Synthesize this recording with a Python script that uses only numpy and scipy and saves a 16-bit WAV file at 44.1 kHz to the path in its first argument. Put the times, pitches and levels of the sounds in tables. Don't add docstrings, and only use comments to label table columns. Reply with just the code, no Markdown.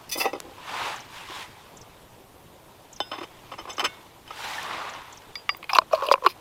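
import sys
import numpy as np
from scipy import signal
from scipy.io import wavfile
from scipy.ndimage import uniform_filter1d

SR = 44100
rng = np.random.default_rng(int(sys.argv[2]) if len(sys.argv) > 2 else 0)


def materialize(psi):
    bounded = np.clip(np.atleast_2d(psi).T, -1, 1)
    quanta = np.round(bounded * 32767).astype(np.int16)
    wavfile.write(sys.argv[1], SR, quanta)


N = 282356


def amp(db):
    return 10 ** (np.asarray(db) / 20)


def evened(x):
    return x / np.sqrt(np.mean(x ** 2) + 1e-20)


def add(mix, s, sound):
    part = mix[round(s * SR):][:len(sound)]
    part += sound[:len(part)]


def small(x, bass_hz):
    return signal.sosfilt(signal.butter(4, bass_hz, "high", fs=SR, output="sos"), x)


def resonate(x, hz, width):
    turn = np.exp(2j * np.pi * np.cumsum(hz * np.ones(len(x))) / SR)
    r = np.exp(-np.pi * width / SR)
    return 2 * (turn * signal.lfilter([1 - r], [1, -r], x / turn)).real


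def noise(points, tilt_db, patchy_db):
    frames, hz = N // 128 + 5, np.fft.rfftfreq(512, 1 / SR) + 1
    a, b, patches = rng.standard_normal((frames, 257, 3)).T
    patches = uniform_filter1d(patches, size=6, axis=0)
    patches = evened(uniform_filter1d(patches, size=10, axis=1))
    f, db = np.transpose(points)
    tilt_db = np.interp(np.arange(frames) * 128, np.arange(N), tilt_db * np.ones(N))
    octaves = np.log2(hz / 2000).clip(-2)
    shape = amp(np.interp(np.log(hz), np.log(f), db)[:, None] + octaves[:, None] * tilt_db)
    shape /= np.linalg.norm(shape, axis=0)
    spectra = (a + 1j * b) * shape * amp(patchy_db * patches)
    return evened(signal.istft(spectra, nperseg=512, noverlap=384)[1][:N])


def grit(count, uneven_db):
    slips = amp(uneven_db * np.minimum(rng.exponential(1, count), 5))
    return evened(slips * rng.standard_normal(count))


def strike(modes_at, blows, spot_db, bass_hz, reach=4, detune=0, uneven_db=1.3, slide_s=0.013):
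    build_cycles = 0.51
    t, out = np.arange(10000) / SR, np.zeros(N)
    for s, peak_db, hard_db, length, *grip_hz in blows:
        hz, width, db = np.transpose(modes_at(s))[:, :, None]
        spot, bend = rng.standard_normal((2, len(hz), 1))
        hz = hz * (1 + detune * bend)
        octaves = np.minimum(np.log2(hz / 1000), reach if hard_db > 0 else np.inf)
        strength = width * amp(db + hard_db * octaves + spot_db * spot)
        decay = np.exp(-np.pi * (width + abs(sum(grip_hz))) * t)
        rings = strength * decay * np.sin(2 * np.pi * hz * t)
        rings *= 1 - np.exp(-hz * t / build_cycles)
        ring = rings[::2].sum(0) - rings[1::2].sum(0)
        u = t / max(length, 1e-4)
        bounces = 0.1 * grit(len(t), uneven_db) * u * np.exp(1 - u)
        bounces[0] = np.exp(-length / slide_s)
        sound = small(signal.fftconvolve(bounces, ring), bass_hz)
        add(out, s, amp(peak_db) * sound / abs(sound).max())
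    return out


# (frequency [Hz], relative power per Hz [dB])
AIR_SPECTRUM = [(20, -24), (120, -1.5), (205, -12), (322, -5.5), (960, -9), (1940, -29.5), (15000, -27.5),
                (16300, -58)]
# (time [s], RMS level [dB])
HUM_LEVEL = [(0, -59.5), (2.1, -61), (6.4, -64.5)]


def background():
    air = amp(-52) * noise(AIR_SPECTRUM, 0, patchy_db=2.5)
    hum = evened(resonate(rng.standard_normal(N), 109.2, 30.0))
    return air + hum * amp(np.interp(np.arange(N) / SR, *np.transpose(HUM_LEVEL)))


# (time of the first [s], peak level [dB], gap to the second [s])
BIRD_TICKS = [(0.959, -44, 0.042), (1.768, -45.5, 0.043), (2.927, -43, 0.033), (3.728, -43, 0.039),
              (4.894, -46, 0.039), (5.124, -45, 0.047)]


def bird():
    out, u = np.zeros(N), np.linspace(0, 1, 400)
    for s, peak_db, gap in BIRD_TICKS:
        for start, top_hz, end_hz in (s, 8200.0, 5000.0), (s + gap, 7000.0, 4700.0):
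            hz = top_hz + (end_hz - top_hz) * u
            swell = np.sin(np.pi * u) ** 0.74
            add(out, start, amp(peak_db) * swell * np.sin(2 * np.pi * np.cumsum(hz) / SR))
    t = np.arange(4000) / SR
    sparse = (rng.random(4000) < 0.1) * rng.standard_normal(4000)
    echoes = 0.24 * sparse * np.exp(-t / 0.009)
    echoes[[0, 230]] = 1, 0.45
    return signal.oaconvolve(out, echoes)[:N]


# (time [s], peak level [dB], decay time [s], bass cutoff [Hz])
FIRE_SNAPS = [(0.403, -14, 0.0012, 400), (4.631, -24.5, 0.001, 5000)]


def fire():
    out, t = np.zeros(N), np.arange(400) / SR
    for s, peak_db, decay_s, low_hz in FIRE_SNAPS:
        burst = 0.2 * rng.standard_normal(400) * np.exp(-t / decay_s)
        burst[0] = 1
        burst = small(uniform_filter1d(burst, size=3, origin=1), low_hz)
        add(out, s, amp(peak_db) * burst / abs(burst).max())
    return out


# (frequency [Hz], relative power per Hz [dB])
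CLOTH_SPECTRUM = [(100, -14.5), (662, 0.5), (872, 1.5), (1230, -2), (3500, -15), (4300, -22.5),
                  (13800, -51), (16000, -60)]
# (time when fastest [s], rise [s], fall [s], level before flicker [dB],
# brightness [dB per octave], hollow of the fold when fastest [Hz])
SLEEVE_STROKES = [(.83, 0.48, 0.44, -30.5, 5.5, 940), (1.17, 0.19, 0.4, -42, 7.5, 950),
                  (1.392, 0.36, 0.2, -37, 7, 1000), (4.491, 0.44, 0.68, -34.5, 7.5, 850),
                  (4.74, 0.51, 0.76, -34, 4, 1200)]
# (time [s], level before flicker [dB])
REST_RUSTLE = [(0, -52.5), (1.5, -51), (2.3, -59.5), (2.95, -57), (3.9, -49.5), (4.2, -58.5), (5.05, -49.5),
               (5.4, -55), (6.4, -55.5)]


def sleeves():
    drop_db = 83
    sag_hz_per_s = 700
    rest_bright_db, rest_hollow_hz = 7.5, 960
    t = np.arange(N) / SR
    s, rise, fall, top_db, bright_db, hollow_hz = np.transpose(SLEEVE_STROKES)[:, :, None]
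    strokes_db = top_db - drop_db * ((t - s) / np.where(t < s, rise, fall)) ** 2
    rest_db = np.interp(t, *np.transpose(REST_RUSTLE))
    power = amp(2 * np.vstack([strokes_db.clip(-200), rest_db]))
    share = power / power.sum(0)
    rub = noise(CLOTH_SPECTRUM, np.append(bright_db, rest_bright_db) @ share, patchy_db=1.5)
    sinking_hz = hollow_hz - sag_hz_per_s * (t - s).clip(-0.1, fall)
    fold_hz = (share * np.vstack([sinking_hz, np.full(N, rest_hollow_hz)])).sum(0)
    rub = evened(rub + 1.23 * resonate(rub, fold_hz, 155.0))
    flicker = evened(uniform_filter1d(rng.standard_normal(N), size=200))
    return rub * np.sqrt(power.sum(0)) * amp(1.1 * flicker)


# (time [s], top of the envelope [dB], tone [Hz])
CLOTH_PATS = [(1.297, -39, 350), (4.58, -29.5, 1770)]


def pats():
    out, t = np.zeros(N), np.arange(3000) / SR
    u = t / 0.0045
    for s, peak_db, hz in CLOTH_PATS:
        add(out, s, amp(peak_db) * u * np.exp(1 - u) * np.sin(2 * np.pi * hz * t))
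    return out


# (frequency [Hz], width [Hz], strength [dB])
MUG_MODES = [(278, 180, -9), (534, 113, -2), (790, 35, 4), (1010, 120, -1), (1270, 89, 0), (2042, 84, 4.5),
             (2585, 55, 8.5), (2982, 25, 7.5), (3570, 39, 4.5), (5030, 220, 5.5), (5940, 110, 0.5),
             (10100, 45, -8), (12700, 33, -17), (14800, 83, -14), (4070, 3700, -9), (11800, 5700, -11.5)]
# (time [s], peak level [dB], hardness [dB per octave], chatter time [s])
MUG_CONTACTS = [(0.093, -28.5, 6, 0.0049), (0.1147, -17.5, 6, 0.011), (0.153, -23, -10, 0.0065),
                (0.1692, -18.5, 13, 0.021), (0.175, -23, -10, 0.0052), (0.199, -13.5, -2.5, 0.01),
                (0.237, -18.5, -7.5, 0.015), (0.2543, -11, -8, 0.003), (0.3314, -19.5, -8.5, 0.0027),
                (.345, -26, -10.5, 0.0073), (0.411, -34.5, -13.5, 0.041)]


def mug():
    return strike(lambda at: MUG_MODES, MUG_CONTACTS, spot_db=2.5, bass_hz=280, detune=0.0208, uneven_db=2.5)


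# (frequency [Hz], width [Hz], strength [dB])
LID_MODES = [(316, 140, -5), (570, 78, -8), (1026, 215, 0.5), (2080, 21, -4), (11400, 6700, -33.5),
             (4900, 26, -13), (5234, 63, -3.5), (6140, 27, -6), (7870, 17, -12), (2530, 2200, -8)]
# (frequency [Hz], width [Hz], tilted strength [dB], seated strength [dB])
LID_SEATING_RINGS = [(830, 70, 5, -6), (1290, 22, -4, 0), (3055, 29, 9, 8), (3547, 28, 15, -4),
                     (9105, 5, -24, -10), (1486, 9, 6, -4), (2196, 4.5, -6, 8), (2519, 7, 0, -2),
                     (2760, 8, 3, 3), (3345, 7, 5, -14), (3591, 4, -14, 9), (3671, 7, 7, -12),
                     (5098, 2, 10, -18)]


def lid_modes(at):
    tilted_s, seated_s = 3.05, 3.2
    seating = [(hz, width, np.interp(at, [tilted_s, seated_s], db)) for hz, width, *db in LID_SEATING_RINGS]
    return LID_MODES + seating


# (time [s], peak level [dB], hardness [dB per octave], chatter time [s],
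# damping added by the rim or fingers [Hz])
LID_CONTACTS = [(3.003, -13.5, -1.5, 0.00083, 0.43), (3.008, -25, -3.5, 0.0026, 0.75),
                (3.1152, -19, -2.5, 0.0025, 5.3), (3.124, -24.5, -3.5, 0.013, 6.2),
                (3.181, -26.5, -3.5, 0.004, 19), (3.2084, -23.5, -5, 0.0039, 11),
                (3.228, -27, -2, 0.0051, 24), (3.517, -25.5, -4.5, 0.0036, 19),
                (3.536, -27, -5, 0.0029, 19), (3.58, -25.5, -2.5, 0.0098, 39), (3.653, -31, -5, 0.0019, 35),
                (3.669, -29, -5, 0.015, 59), (3.693, -26, 3, 0.0072, 9.5), (3.7816, -17.5, -2, 0.0015, 6.6),
                (3.7954, -13.5, 2, 0.00041, 16), (3.799, -15.5, -1.5, 0.0056, 180),
                (3.823, -21.5, -6, 0.011, 27), (3.841, -12, 1, 0.0067, 35), (3.856, -16, -2.5, 0.001, 1),
                (4.277, -35, 3, 0.0014, 9.2), (4.306, -25.5, -3, 0.0022, 11)]


def lid():
    return strike(lid_modes, LID_CONTACTS, spot_db=2.27, bass_hz=283, uneven_db=3.5, slide_s=0.0064)


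# (frequency [Hz], width [Hz], strength [dB])
GLASS_MODES = [(790, 440, -11.5), (1150, 78, 5), (1940, 78, 1.5), (2253, 76, 2.5), (2820, 75, 1.5),
               (3535, 88, -0.5), (3850, 59, -12.5), (14860, 45, -29), (5550, 410, -21.5), (9900, 5300, -36)]
# (time [s], peak level [dB], hardness [dB per octave], chatter time [s],
# damping added by the fingers [Hz], strength of the long ring [dB])
JAR_CLINKS = [(5.355, -23, 4, 0.00074, 1, 16.5), (5.492, -6, -1, 0.00098, 3.3, 3.5),
              (5.547, -30, -3, 0.0011, 110, -7), (5.568, -37, 45, 0.0023, 1., -30),
              (6.121, -14.5, 7.5, 0.0031, 140, 15)]


def glass_modes(at):
    clinks = np.transpose(JAR_CLINKS)
    return GLASS_MODES + [(4828, 15, np.interp(at, clinks[0], clinks[-1]))]


def glass_clinks():
    return strike(glass_modes, np.array(JAR_CLINKS)[:, :-1], spot_db=1.5, bass_hz=480)


JAR_BASS_HZ = 329
CAVITY_WIDTH_HZ = 55
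# (frequency [Hz], width [Hz], strength [dB])
CAP_MODES = [(1036, 112, 8.5), (1320, 1080, -16.5), (2450, 240, -7.5), (4030, 950, -28), (4930, 100, -18),
             (3300, 1320, -21), (11700, 2800, -34.5)]
# (time [s], frequency [Hz], strength [dB])
JAR_CAVITY = [(5.69, 885, 16.5), (5.73, 820, 9), (5.78, 655, -2), (5.93, 635, 16), (6.01, 545, -10),
              (6.07, 595, 19.5), (6.15, 541, 0), (6.24, 527, 1.5), (6.262, 367, -4)]
# (time [s], peak level [dB], hardness [dB per octave], chatter time [s],
# pitch of the click where the thread catches [Hz])
CAP_CONTACTS = [(5.6284, -28.5, 20, 0.0012, 2160), (5.642, -27.5, 22, 0.00082, 2160),
                (5.693, -15, 20, 0.0037, 1480), (5.7327, -10.5, 5, 0.0011, 5050),
                (5.7493, -12.5, 27, 0.0028, 2670), (5.7563, -9, 1, 0.0011, 2500),
                (5.766, -11.5, -1.5, 0.0012, 5770), (5.786, 1.5, -1.5, 0.00054, 4270),
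                (5.816, -23, -3, 0.0019, 2570), (5.912, -28.5, 0, 0.0019, 2500),
                (5.9316, -7.5, -2.5, 0.0014, 5500), (5.9492, -22, 5, 0.0011, 4340),
                (5.956, -26, 10, 0.00088, 4300), (6.0222, -15, -7, 0.0017, 3160),
                (6.0655, -23.5, 28, 0.0024, 2440), (6.087, -12, 2, 0.00063, 3080),
                (6.114, -1, -0.5, 0.0005, 2340), (6.1393, -4.5, -1.5, 0.000083, 2780),
                (6.156, -22, -2, 0.00058, 2300), (6.179, -29, -4, 0.00024, 2410),
                (6.2228, -24.5, -15, 0.00081, 2400), (6.263, -3, -1, 0.0014, 4230),
                (6.269, -14.5, 8, 0.0022, 2860)]


def cap_knocks():
    s, cavity_hz, cavity_db = np.transpose(JAR_CAVITY)
    knocks = np.array(CAP_CONTACTS)

    def modes_at(at):
        cavity = np.interp(at, s, cavity_hz), CAVITY_WIDTH_HZ, np.interp(at, s, cavity_db)
        click = np.interp(at, knocks[:, 0], knocks[:, -1]), 210, -6.5
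        return [cavity, click] + CAP_MODES

    return strike(modes_at, knocks[:, :-1], spot_db=1.75, bass_hz=JAR_BASS_HZ, reach=0.93, slide_s=0.0043)


def turn(start, length, scrape_db, change_db, hard_db):
    grip_s, let_go_db_per_s = 0.016, 752
    bright_reach = 2.1
    t = np.arange(0, length + 0.08, 1 / SR)
    s, *columns = np.transpose(JAR_CAVITY)
    cavity_hz, cavity_db = (np.interp(start + t, s, c) for c in columns)
    level_db = scrape_db + change_db * np.minimum(t / length, 1)
    level_db -= let_go_db_per_s * np.maximum(t - length, 0)
    jerks = evened(uniform_filter1d(rng.standard_normal(len(t)), size=150))
    drive = grit(len(t), 2.4) * amp(level_db + 4.2 * jerks) * np.minimum(t / grip_s, 1) ** 2
    modes = [(cavity_hz, CAVITY_WIDTH_HZ, cavity_db)] + CAP_MODES
    gains = [amp(db + hard_db * np.minimum(np.log2(hz / 1000), bright_reach)) for hz, _, db in modes]
    drive /= np.sqrt(sum(g ** 2 * width for g, (_, width, _) in zip(gains, modes)) * 2 * np.pi / SR)
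    out = np.zeros(len(t))
    for gain, (hz, width, _) in zip(gains, modes):
        once = resonate(gain * drive, hz, 2.14 * width)
        out += resonate(once, hz, 2.13 * width)
    return small(out, JAR_BASS_HZ)


# (start [s], length [s], scrape level before jerks and filters [dB],
# change over the turn [dB], hardness [dB per octave])
CAP_TURNS = [(5.696, 0.075, -35, 7.5, 3.5), (5.909, 0.049, -24, -2.5, -0.5), (5.961, 0.067, -31, 0.5, -5.5),
             (6.02, 0.095, -26, -7, 0), (6.224, 0.037, -28, 6, -7), (6.272, 0.035, -44, 3.5, 14)]


def thread_scrape():
    out = np.zeros(N)
    for start, *settings in CAP_TURNS:
        add(out, start, turn(start, *settings))
    return out


def scene():
    surroundings = background() + bird() + fire()
    jacket = sleeves() + pats()
    jar = glass_clinks() + cap_knocks() + thread_scrape()
    return (surroundings + jacket + mug() + lid() + jar)[None]


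def record(dry):
    edge_hz = 16250
    band = signal.firwin(511, edge_hz, window=("kaiser", 9), fs=SR)
    return signal.oaconvolve(dry.clip(-1, 1), band[None], "same")


dry = scene()
out = record(dry)
materialize(out)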